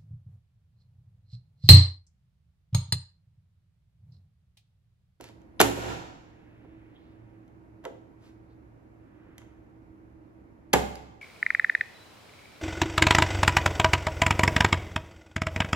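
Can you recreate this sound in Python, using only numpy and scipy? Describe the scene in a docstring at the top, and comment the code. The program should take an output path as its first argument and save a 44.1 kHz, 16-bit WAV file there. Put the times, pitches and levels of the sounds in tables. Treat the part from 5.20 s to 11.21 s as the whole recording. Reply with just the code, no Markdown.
"""Hollow knocks, ticks and rubs of a plastic vegetable chopper on a stone table in a live, humming room.
A palm slams the lid, hard at 0.4 s and softer at 5.5 s: the onion crunches into the grid and drives
the box, then the lid cracks onto the rim and the table thuds. In between the box is set down and handled.
A limiter ducks the hardest slam and lets its echo swell back."""
import sys
import numpy as np
from scipy import signal
from scipy.fft import rfft, irfft, next_fast_len
from scipy.io import wavfile
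from scipy.ndimage import uniform_filter1d, minimum_filter1d

SR = 44100
rng = np.random.default_rng(int(sys.argv[2]) if len(sys.argv) > 2 else 0)


def dump_mix(stems):
    """Bounce the given channels to the path in sys.argv[1] as a 16-bit WAV at rate SR."""
    frames = np.atleast_2d(stems).T  # one column per channel
    limited = np.clip(frames, -1, 1)  # hard clip at full scale
    pcm = np.round(limited * 32767).astype(np.int16)
    wavfile.write(sys.argv[1], SR, pcm)


N = 265129
TIME = np.arange(N) / SR
PADDED = next_fast_len(N + 4096, real=True)

# palm slams: t/s, lid travel/s, grid crack/dB, onion blow/dB, rim blow/dB, rim crack/dB,
# lid ring re rim blow/dB, low table mode/dB, high table mode/dB
SLAMS = [(0.4018, 0.0114, 5, 5, -3, 13, -15.5, -20, -15.5),
         (5.5330, 0.0034, -6.5, -23.5, -14, -8, -10, -29, -39)]


def from_db(db):
    """Decibels to gain."""
    return 10 ** (np.asarray(db) / 20)


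def rms_one(x):
    """Scale to unit power."""
    return x / np.sqrt(np.mean(x ** 2) + 1e-20)


def at_hz(points, hz):
    """Interpolate a table over log frequency."""
    points = np.array(points)
    return np.interp(np.log(np.maximum(hz, 1)), np.log(points[:, 0]), points[:, 1])


def decay(t, t60_s):
    """Envelope from t = 0, down 60 dB at t60_s."""
    return (t >= 0) * from_db(-60 * np.maximum(t, 0) / t60_s)


def cut(x, hz, kind, order=2):
    """Causal low-pass or high-pass."""
    sos = signal.butter(order, np.clip(hz, 10, .45 * SR), kind, fs=SR, output="sos")
    return signal.sosfilt(sos, x)


def bins(size):
    """FFT bin frequencies in Hz."""
    return np.arange(size // 2 + 1) * SR / size


def filtered(x, response):
    """Apply gain and phase per bin."""
    return irfft(rfft(x, PADDED) * response, PADDED)[..., :N]


def noise(gain, size):
    """Random-phase noise, gain per bin."""
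    return irfft(gain * np.exp(2j * np.pi * rng.random(size // 2 + 1)), size) * np.sqrt(size)


def add(track, start_s, sound):
    """Mix a sound in at start_s."""
    start = max(round(start_s * SR), 0)
    track[start:start + len(sound)] += sound[:N - start]


def diffuse(spectrum, size=PADDED):
    """Stereo noise from all around; the channels are most alike in the bass."""
    likeness = [(100, .92), (260, 0.27), (500, -0.1), (700, 0.058), (1200, -0.52), (3000, 0.04),
                (7500, -0.044), (9000, -1.2), (10500, 0.33), (15000, 0.53)]  # left-right correlation: f/Hz, value before clipping
    hz = bins(size)
    gain = from_db(at_hz(spectrum, hz))
    alike = np.clip(at_hz(likeness, hz), -.98, .98)
    mid = noise(gain * np.sqrt(1 + alike), size)
    side = noise(gain * np.sqrt(1 - alike), size)
    return np.array([mid + side, mid - side])[:, :N] / np.sqrt(2)


def burst(spectrum, t60_s, rise_s=0.0014, size=16384):
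    """Many overlapping, well damped modes struck at once, evened out and shaped to a spectrum."""
    t = np.arange(size) / SR
    envelope = decay(t, t60_s) * (1 - decay(t, rise_s))
    crowd = rfft(rng.standard_normal(size) * envelope)
    even = crowd / np.sqrt(uniform_filter1d(abs(crowd) ** 2, size=14))
    sound = irfft(even * from_db(at_hz(spectrum, bins(size))))[:size // 2]
    return sound * np.linalg.norm(envelope) / np.linalg.norm(sound)


def ring(modes):
    """One second of modes struck together."""
    t = TIME[:SR]
    return sum(from_db(db) * np.sin(2 * np.pi * hz * t) * decay(t, t60_s) for hz, db, t60_s in modes)


def air():
    """Steady, bass-heavy room noise."""
    air_spectrum = [(25, -25.5), (50, -5.5), (87, -8.5), (117, -7), (141, -10.5), (180, -9), (326, -7),
                    (405, -13), (960, -22.5), (2300, -33), (3300, -46), (5000, -49.5), (12500, -55),
                    (16000, -70)]  # f/Hz, relative level/dB
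    return from_db(-55.5) * rms_one(diffuse(air_spectrum))


def hum(width_hz=5, waver=0.57, step=64):
    """Appliance motor tones that waver in strength and phase."""
    motor_tones = [(70, -66), (113.5, -61.5), (301.5, -67), (323, -59.5), (377, -81), (937, -80.5)]  # f/Hz, level/dB
    size, out = PADDED // step, 0
    slow = 1 / (1 + (bins(size) / step / width_hz) ** 2)
    coarse_s = np.arange(size) * step / SR
    for hz, db in motor_tones:
        a, b = (waver * np.interp(TIME, coarse_s, rms_one(noise(slow, size))) for _ in range(2))
        phase = 2 * np.pi * hz * TIME
        out += from_db(db) * rms_one((1 + a) * np.sin(phase) + b * np.cos(phase))
    return out


def struck(ringing, low_hz, high_hz, clatter_db):
    """Plastic rings and clatters in the band the contact excites."""
    clatter_spectrum = [(30, -23.5), (100, -15), (180, -5), (350, 3.5), (800, 5), (1300, -2), (2200, -4),
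                        (4000, -9.5), (8000, -15), (16000, -19.5)]  # f/Hz, relative level/dB
    body = ringing.copy()
    add(body, 0, from_db(clatter_db) * burst(clatter_spectrum, t60_s=0.075))
    return cut(cut(body, low_hz, "high", order=4), high_hz, "low")


def knocks(box, lid, rise_s=0.018, hand_t60_s=0.12):
    """The box is gripped, rocks or is set down: soft contact builds a hollow ring, the hand damps it."""
    blows = [(0.001, -36.5, 332, 860), (0.041, -41, 475, 900), (0.092, -42.5, 396, 800),
             (0.445, -6.5, 190, 470), (0.574, -10, 282, 433), (0.634, -21.5, 338, 520),
             (0.676, -25, 95, 240.5), (1.445, -43, 220, 650), (2.641, -39, 510, 1100),
             (2.653, -22.5, 386, 716), (2.666, -29.5, 357, 550), (2.706, -34.5, 170, 380),
             (2.750, -42, 450, 620), (4.064, -38, 110.3, 261.5), (4.182, -45, 260, 700),
             (4.217, -48, 546, 980)]  # t/s, level/dB, low edge/Hz, high edge/Hz
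    contact = (1 - decay(TIME[:SR], rise_s)) * decay(TIME[:SR], hand_t60_s)
    ringing = (from_db(-1) * box + from_db(-21) * lid) * contact
    out = np.zeros(N)
    for start_s, db, low_hz, high_hz in blows:
        add(out, start_s, from_db(db) * struck(ringing, low_hz, high_hz, clatter_db=-8.5))
    return out


def crack(t60_s, high_hz):
    """Hard edges meet in a brief crack, bright or dull according to its low-pass."""
    crack_spectrum = [(60, -23.5), (250, -10.5), (1000, -4.5), (3000, -1), (5000, -7), (7200, -1),
                      (9000, -10), (12000, -2.5), (14200, -8.5), (16000, -2.5)]  # f/Hz, relative level/dB
    return cut(burst(crack_spectrum, t60_s), high_hz, "low", order=1)


def clicks():
    """The loose lid ticks against hinge and rim, which ring briefly."""
    lid_ticks = [(0.0098, -35, -66, 11300), (0.041, -34, -59, 6540), (0.088, -41.5, -62.5, 4900),
                 (0.2174, -66, -71.5, 14200), (2.279, -57, -71, 4993), (2.641, -40.5, -67, 2616),
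                 (2.652, -25.5, -40.5, 2600), (4.181, -37, -50.5, 9900), (4.2173, -45, -57, 2200),
                 (5.755, -34, -53.5, 8100)]  # t/s, crack/dB, ring/dB, low-pass/Hz
    hinge_modes = [(1800, -8.5, 0.05), (2020, -3, 0.05), (2150, -7, 0.058), (2866, -10, .03),
                   (3160, -1, 0.043), (3600, 0.5, 0.012), (6097, 0, 0.016), (6460, 1, .016),
                   (11300, -5, .014)]  # f/Hz, level/dB, t60/s
    out, hinge = np.zeros(N), ring(hinge_modes)
    for start_s, crack_db, ring_db, high_hz in lid_ticks:
        add(out, start_s, from_db(crack_db) * crack(t60_s=0.011, high_hz=high_hz))
        add(out, start_s, from_db(ring_db) * cut(hinge, high_hz, "low"))
    return out


def friction(mid_s, sigma_s, centre_hz, sigma_oct):
    """Friction noise swells and fades around one resonance."""
    resonance = np.exp(-.5 * (np.log2((bins(PADDED) + 1) / centre_hz) / sigma_oct) ** 2)
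    swell = np.exp(-.5 * ((TIME - mid_s) / sigma_s) ** 2)
    return rms_one(noise(resonance, PADDED))[:N] * swell


def rubs():
    """Hands and box slide; the plastic squeaks faintly."""
    slides = [(0.053, 0.034, -57, 2320, 0.97), (1.344, 0.56, -70, 1857, 0.53),
              (1.765, 0.0085, -63, 3196, 0.15), (1.85, 0.075, -79.5, 3530, 0.36),
              (2.652, 0.0088, -48, 800, 1.1), (3.064, 0.036, -65.5, 1210, 1.56),
              (3.316, 0.02, -80, 3930, 0.21), (4.114, 0.21, -68.5, 1450, 0.61),
              (5.757, 0.0014, -48, 4730, 0.1)]  # middle t/s, sigma/s, level/dB, f/Hz, sigma/octaves
    return sum(from_db(db) * friction(mid_s, sigma_s, hz, sigma_oct)
               for mid_s, sigma_s, db, hz, sigma_oct in slides)


def slams(box, lid, ring_lag_s=0.0015):
    """The onion crunches into the grid and drives the box; then the lid hits the rim."""
    out = np.zeros(N)
    for start_s, travel_s, grid_db, onion_db, rim_db, crack_db, lid_db, *_ in SLAMS:
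        # the skin gives way, then the onion tears
        out += from_db(-21) * friction(start_s - 0.00099, 0.22 * travel_s, centre_hz=2970, sigma_oct=0.5)
        add(out, start_s, from_db(grid_db) * crack(t60_s=5.3 * travel_s, high_hz=5900))
        ringing = from_db(-8.5) * box + from_db(-30) * lid
        onion_blow = struck(ringing, low_hz=225.3, high_hz=3140, clatter_db=-2.5)
        add(out, start_s + ring_lag_s, from_db(onion_db) * onion_blow)

        rim_s = start_s + travel_s
        add(out, rim_s, from_db(crack_db) * crack(t60_s=0.015, high_hz=11200))
        ringing = from_db(-26) * box + from_db(lid_db) * lid
        rim_blow = struck(ringing, low_hz=175, high_hz=3080, clatter_db=0)
        add(out, rim_s + ring_lag_s, from_db(rim_db) * rim_blow)
    return out


def thuds():
    """The heavy table swells into a boom; each slam weights its two modes differently."""
    stone_modes = [(65.9, 0.72, 0.073), (112.6, 0.68, 0.019)]  # f/Hz, t60/s, rise/s
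    out = np.zeros(N)
    for start_s, travel_s, *_, low_db, high_db in SLAMS:
        for (hz, t60_s, rise_s), db in zip(stone_modes, (low_db, high_db)):
            swell = (1 - decay(TIME[:SR], rise_s)) ** 2
            add(out, start_s + travel_s, swell * ring([(hz, db, t60_s)]))
    return out


def room(x, early_db=-33, early_t60_s=0.31, late_db=-38, gap_s=0.0049, size=65536):
    """Near surfaces answer briefly; the whole room rings on, longest in the bass."""
    reverb_times = [(60, 2), (250, 0.62), (800, 0.9781), (2500, 0.82), (6000, 0.9), (9000, 0.56),
                    (13000, 0.57)]  # f/Hz, t60/s
    echo_spectrum = [(60, -2.5), (120, 4.5), (220, -4.5), (500, -6.5), (1000, -8.5), (2500, -9),
                     (6500, -11), (9000, -7.5), (12500, -14), (14300, -22)]  # f/Hz, relative level/dB
    t, hz = np.arange(size) / SR - gap_s, bins(size)
    field = rfft(diffuse(echo_spectrum, size))
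    centres_hz = np.geomspace(60, 15000, num=11)
    early = from_db(early_db) * decay(t, early_t60_s)
    response = 0
    for centre_hz, share in zip(centres_hz, np.eye(len(centres_hz))):
        band = irfft(field * at_hz(np.c_[centres_hz, share], hz), size)
        late = from_db(late_db) * decay(t, at_hz(reverb_times, centre_hz))
        response += band * (early + late)
    return signal.fftconvolve(x[None], response, axes=1)[:, :N]


def from_right(x):
    """Direct sound; above the bass the left microphone lags."""
    left_lead = [(100, 0.48), (280, -0.03), (550, -1.6), (1000, -0.04), (2500, -2), (6000, -1.51),
                 (9000, -2.5), (10500, -7), (15000, -3)]  # f/Hz, phase/rad
    left = filtered(x, np.exp(1j * at_hz(left_lead, bins(PADDED))))
    return np.array([left, x])


def scene(directions=4):
    """Close chopper, echo, air and hum; each direction has its own clatter and path round the room."""
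    box_modes = [(214, -14, 0.3), (283.5, -4.5, 0.28), (315, -6.5, 0.28), (365, -2, 0.14),
                 (440, -7.5, 0.29), (500.7, -2, 0.12), (680, -9, 0.14), (750, -8.5, 0.07), (954, -1, 0.06),
                 (1096, -5.5, 0.041), (1339.3, 0, 0.045), (1440, -7, 0.08), (1620, -7, 0.032),
                 (2430, -10, 0.05005)]  # f/Hz, level/dB, t60/s
    lid_modes = [(185, -13, 0.28), (215, -6.5, 0.17), (244.2, -4, 0.13), (276, -7, .28),
                 (348, -13.5, 0.072), (429, 3.5, 0.16), (466, -2, 0.13), (519, 4, 0.082),
                 (581.6, -0.5, 0.23), (664, -4, .18), (741, -2, 0.16), (775, 9.5, 0.075), (805.5, 0, 0.2),
                 (855, 6.5, 0.09), (885.6, -8, 0.16), (1073, -16, 0.25), (1166, -5.5, 0.09),
                 (1688, -3, 0.077), (2110, -13, 0.38), (2140, -12, 0.16), (2560, -14, 0.1),
                 (2831, -7, 0.11), (3080, -12, 0.13)]  # f/Hz, level/dB, t60/s
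    mic_balance = [(100, -3.8), (500, -3.8), (1000, -2.6), (2000, -1.9), (4500, -.4), (9000, 0)]  # lows stronger on the right: f/Hz, left minus right/dB
    box, lid, rubbing = ring(box_modes), ring(lid_modes), rubs()
    radiated = [slams(box, lid) + knocks(box, lid) + clicks() + rubbing for _ in range(directions)]
    echo = sum(room(x) for x in radiated) / np.sqrt(directions)
    mix = from_right(radiated[0] + thuds()) + echo + air() + hum()
    channel_db = at_hz(mic_balance, bins(PADDED)) * [[.5], [-.5]]
    return filtered(mix, from_db(channel_db))


def limiter(x, threshold_db=-9.5, hold_s=0.13, release_db_per_s=85, size=256):
    """Gain drops just ahead of a loud peak, holds, then climbs back."""
    power = uniform_filter1d(np.mean(x ** 2, axis=0), size)
    over_db = np.maximum(10 * np.log10(np.maximum(power, 1e-12)) - threshold_db, 0)
    hold = int(hold_s * SR) // 2 * 2 + 1
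    held_db = -minimum_filter1d(-over_db, hold, origin=hold // 2)
    ramp_db = release_db_per_s * TIME
    duck_db = np.maximum.accumulate(held_db + ramp_db) - ramp_db
    return x * from_db(-uniform_filter1d(duck_db, size))


def record(dry):
    """Limiter, soft clip, steep low-pass."""
    ceiling, cutoff_hz = .9, 15900
    rounded = ceiling * np.tanh(limiter(dry) / ceiling)
    return signal.sosfilt(signal.ellip(10, .1, 80, cutoff_hz, fs=SR, output="sos"), rounded)


dry = scene()
out = record(dry)
dump_mix(out)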